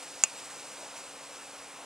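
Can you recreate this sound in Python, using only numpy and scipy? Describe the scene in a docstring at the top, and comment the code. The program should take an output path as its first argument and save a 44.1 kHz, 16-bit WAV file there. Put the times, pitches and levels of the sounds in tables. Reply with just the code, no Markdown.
"""A soft wash of wind and a fine hiss of fronds, heard outdoors from under a palm.
The hiss slowly eases, with a few faint rustles. One sharp click sounds right at the camera
and rings briefly, probably in its casing. The camera adds a faint hum and a thin whine
to its two microphone ports; a narrow notch in its response rings after the click."""
import sys
import numpy as np
from scipy import signal
from scipy.fft import rfft, irfft, next_fast_len
from scipy.io import wavfile
from scipy.ndimage import uniform_filter1d, minimum_filter1d

SR = 44100
rng = np.random.default_rng(int(sys.argv[2]) if len(sys.argv) > 2 else 0)


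def to_wav(s):
    """Save 16-bit WAV."""
    ch = np.atleast_2d(s).T  # columns
    pcm = np.round(np.clip(ch, -1, 1) * 32767)  # PCM
    wavfile.write(sys.argv[1], SR, pcm.astype(np.int16))


N = 81585
T = np.arange(N) / SR
FRAME, HOP = 512, 128
FRAME_S = np.arange(N // HOP + 5) * HOP / SR
BIN_HZ = np.fft.rfftfreq(FRAME, 1 / SR)


def amp(db):
    """Decibels to gain."""
    return 10 ** (np.asarray(db) / 20)


def unit_rms(x):
    """Scales to rms 1."""
    return x / np.sqrt(np.mean(x ** 2) + 1e-20)


def curve_at(points, hz):
    """Interpolates a curve on a log-frequency axis."""
    points_hz, values = np.transpose(points)
    return np.interp(np.log(hz + 1), np.log(points_hz + 1), values)


def filtered(x, response):
    """Applies a response given as a function of frequency."""
    size = next_fast_len(2 * N)
    return irfft(rfft(x, size) * response(np.fft.rfftfreq(size, 1 / SR)), size)[..., :N]


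def minimum_phase(spectrum, hz):
    """The quickest-starting response that has this spectrum."""
    log_gain = np.log(amp(curve_at(spectrum, hz)))
    mirrored = np.concatenate([log_gain, log_gain[-2:0:-1]])
    return np.exp(np.conj(signal.hilbert(mirrored)))[:len(hz)]


def drift(rate_hz):
    """A random wander of rms 1, up to the given rate, per frame."""
    hz = rate_hz * np.geomspace(1 / 10, 1, 20)
    return unit_rms(np.sin(2 * np.pi * (hz * FRAME_S[:, None] + rng.random(len(hz)))).sum(1))


def swells(rows):
    """Bell-shaped rises, each of its own height, per frame."""
    return sum(height * np.exp(-(2 * (FRAME_S - s) / length) ** 2) for s, length, height in rows)


def airy_noise(spectrum, level_db, patch_db):
    """Stereo noise that follows a level, with louder and softer patches in time and frequency."""
    # How alike the two microphone ports sound: frequency_hz, correlation
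    port_likeness = [(1500, 1), (2200, .992), (8000, .985), (10000, .92), (12000, .72), (16000, .5)]
    likeness = np.clip(curve_at(port_likeness, BIN_HZ), 0, 1)
    left_re, left_im, apart_re, apart_im, patches = rng.standard_normal((5, len(FRAME_S), len(BIN_HZ)))
    patches = uniform_filter1d(patches, size=16, axis=0)
    patches = unit_rms(uniform_filter1d(patches, size=6, axis=1))
    left = left_re + 1j * left_im
    right = likeness * left + np.sqrt(1 - likeness ** 2) * (apart_re + 1j * apart_im)
    frames = np.array([left, right]) * amp(patch_db * patches)
    white = signal.istft(frames.swapaxes(1, 2), nperseg=FRAME, noverlap=FRAME - HOP)[1][:, :N]
    coloured = unit_rms(filtered(white, lambda hz: amp(curve_at(spectrum, hz))))
    return coloured * amp(np.interp(T, FRAME_S, level_db))


def wind():
    """Wind in the open: a soft, fluttering wash, and mild gusts that swell in its middle range."""
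    # Spectrum of the wash: frequency_hz, relative_db
    wash_spectrum = [(25, -30), (50, -14), (100, -13), (200, -9.5), (350, -3.5), (520, 1), (950, 1),
                     (1400, -1.5), (1900, -6), (2500, -4), (3300, -9.5), (6000, -15), (16000, -41)]
    # Spectrum of a gust: frequency_hz, relative_db
    gust_spectrum = [(100, -41), (350, -13), (550, -1.5), (950, 1.5), (1250, -10.5), (2000, -18),
                     (6000, -48)]
    # Passing gusts: peak_s, length_s, level_db
    gusts = [(.335, .05, -55), (.855, .09, -51), (.96, .07, -51), (1.83, .07, -50)]
    wash_db = -49.5 + 0.26 * drift(rate_hz=18)
    wash = airy_noise(wash_spectrum, wash_db, patch_db=0.82)
    gust_power = swells([(s, length, amp(db) ** 2) for s, length, db in gusts])
    gust_db = 10 * np.log10(gust_power + 1e-12)
    return wash + airy_noise(gust_spectrum, gust_db, patch_db=0.82)


def fronds():
    """Palm fronds overhead: a fine, flickering hiss that eases off, with short rustles."""
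    # Spectrum of the hiss: frequency_hz, relative_db
    hiss_spectrum = [(500, -24.5), (1800, -3.5), (2500, -.5), (3400, -3), (5000, -0.5), (6500, 0),
                     (7900, 3), (9300, -1.5), (10400, -8.5), (12000, -16), (14000, -20.5), (15700, -21)]
    # Slow course of the hiss: time_s, level_db
    hiss_course = [(0, -47), (.17, -47.5), (.44, -46.5), (.75, -47.5), (1.1, -49.5), (1.5, -49.5),
                   (1.85, -51.5)]
    # Rustles that lift the hiss: peak_s, length_s, lift_db
    rustles = [(.03, 0.017, 4), (.225, 0.041, 3.5), (.385, .025, 1.5), (.452, .03, 2), (.98, .055, 4.5)]
    level_db = np.interp(FRAME_S, *np.transpose(hiss_course)) + swells(rustles)
    flicker_db = -0.57 * drift(rate_hz=25)
    return airy_noise(hiss_spectrum, level_db + flicker_db, patch_db=1.0)


def camera_hum():
    """The camera's own faint hum and thin whine, wavering slightly in pitch and level."""
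    # Steady tones of the camera: pitch_hz, rms_db
    tones = [(153, -75), (205, -76), (279.9, -64), (512, -65), (560, -66.5), (795, -70), (3919, -77),
             (5238, -77), (5787, -77), (7741, -75), (9778, -63)]
    waver_hz, waver_db = 1.57, 0.25
    hum = np.zeros(N)
    for hz, db in tones:
        pitch_hz = hz + waver_hz * np.interp(T, FRAME_S, drift(rate_hz=8.1))
        level_db = db + waver_db * np.interp(T, FRAME_S, drift(rate_hz=5.74))
        phase = 2 * np.pi * (np.cumsum(pitch_hz) / SR + rng.random())
        hum += np.sqrt(2) * amp(level_db) * np.sin(phase)
    return hum


def click():
    """Two quick contacts at the camera make a bright snap; the casing rings and a short tail scatters."""
    # A first touch, then the snap: start_s, relative_db
    contacts = [(.2372, -8), (.23755, 0)]
    # Spectrum of one contact: frequency_hz, relative_db
    snap_spectrum = [(100, -48), (400, -25), (800, -18), (1400, -23), (3900, -18.5), (4900, -6.5),
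                     (5500, -24.5), (6200, -4), (7000, 8.5), (8400, -6.5), (9100, -16), (9900, -20),
                     (11500, -33), (16000, -31)]
    # Modes of the casing: pitch_hz, level_db, t60_s
    casing_modes = [(880, -40, 0.058), (1186, -37, 0.055), (1557, -25, 0.014), (2170, -55, 0.04),
                    (2353, -45.5, 0.074), (2525, -40.5, 0.2), (2738, -19, 0.026), (2777, -43, 0.19),
                    (4680, -30, 0.032), (5930, -39, 0.029)]
    # Spectrum of the scattered tail: frequency_hz, relative_db
    tail_spectrum = [(200, -33), (700, -4), (1800, -2), (2600, 7.5), (3600, -8), (7500, 6), (10000, -5),
                     (16000, -39)]
    snap_gain_db, tail_db, tail_t60_s, low_cut_hz = 19.5, -25, 0.045, 420
    blows = np.zeros(N)
    for start_s, db in contacts:
        blows[round(start_s * SR)] += amp(db)
    snap = amp(snap_gain_db) * filtered(blows, lambda hz: minimum_phase(snap_spectrum, hz))
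    age_s = np.maximum(T - contacts[-1][0], 0)
    ring = sum(amp(db - 60 * age_s / t60_s) * np.sin(2 * np.pi * hz * age_s)
               for hz, db, t60_s in casing_modes)
    scatter = unit_rms(filtered(rng.standard_normal(N), lambda hz: amp(curve_at(tail_spectrum, hz))))
    tail = scatter * (age_s > 0) * amp(tail_db - 60 * age_s / tail_t60_s)
    low_cut = signal.butter(3, low_cut_hz, "high", fs=SR, output="sos")
    return signal.sosfilt(low_cut, snap + ring + tail)


def scene():
    """Wind and fronds from under the palm, with the camera's hum and the click close by."""
    return wind() + fronds() + camera_hum() + click()


def record(dry):
    """The camera's microphone: a narrow notch, slight stereo lag and imbalance, limiter, band limit."""
    # Imbalance of the ports: frequency_hz, left_minus_right_db
    balance = [(7000, 0), (10000, .5), (12500, 3.2), (16000, 3.5)]
    # Left lags right by about one sample; the low range sits nearer the centre: frequency_hz, lag_rad
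    stereo_lag = [(300, .015), (700, .075), (1000, .1), (1500, .1), (2100, .3), (16000, 2.25)]
    notch_hz, notch_width_hz = 7004, 85
    ceiling, band_limit_hz = .95, 15700
    notched = signal.lfilter(*signal.iirnotch(notch_hz, notch_hz / notch_width_hz, SR), dry)
    left = filtered(notched[0], lambda hz: amp(curve_at(balance, hz) / 2)
                    * np.exp(-1j * np.interp(hz, *np.transpose(stereo_lag))))
    right = filtered(notched[1], lambda hz: amp(-curve_at(balance, hz) / 2))
    stereo = np.array([left, right])
    # The limiter acts at once, on both sides together.
    gain = ceiling / np.maximum(abs(stereo).max(axis=0), ceiling)
    limited = stereo * uniform_filter1d(minimum_filter1d(gain, size=15), size=13)
    low_pass = signal.firwin(511, band_limit_hz, window=("kaiser", 9), fs=SR)
    return signal.oaconvolve(limited, low_pass[None], "same")


dry = scene()
out = record(dry)
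to_wav(out)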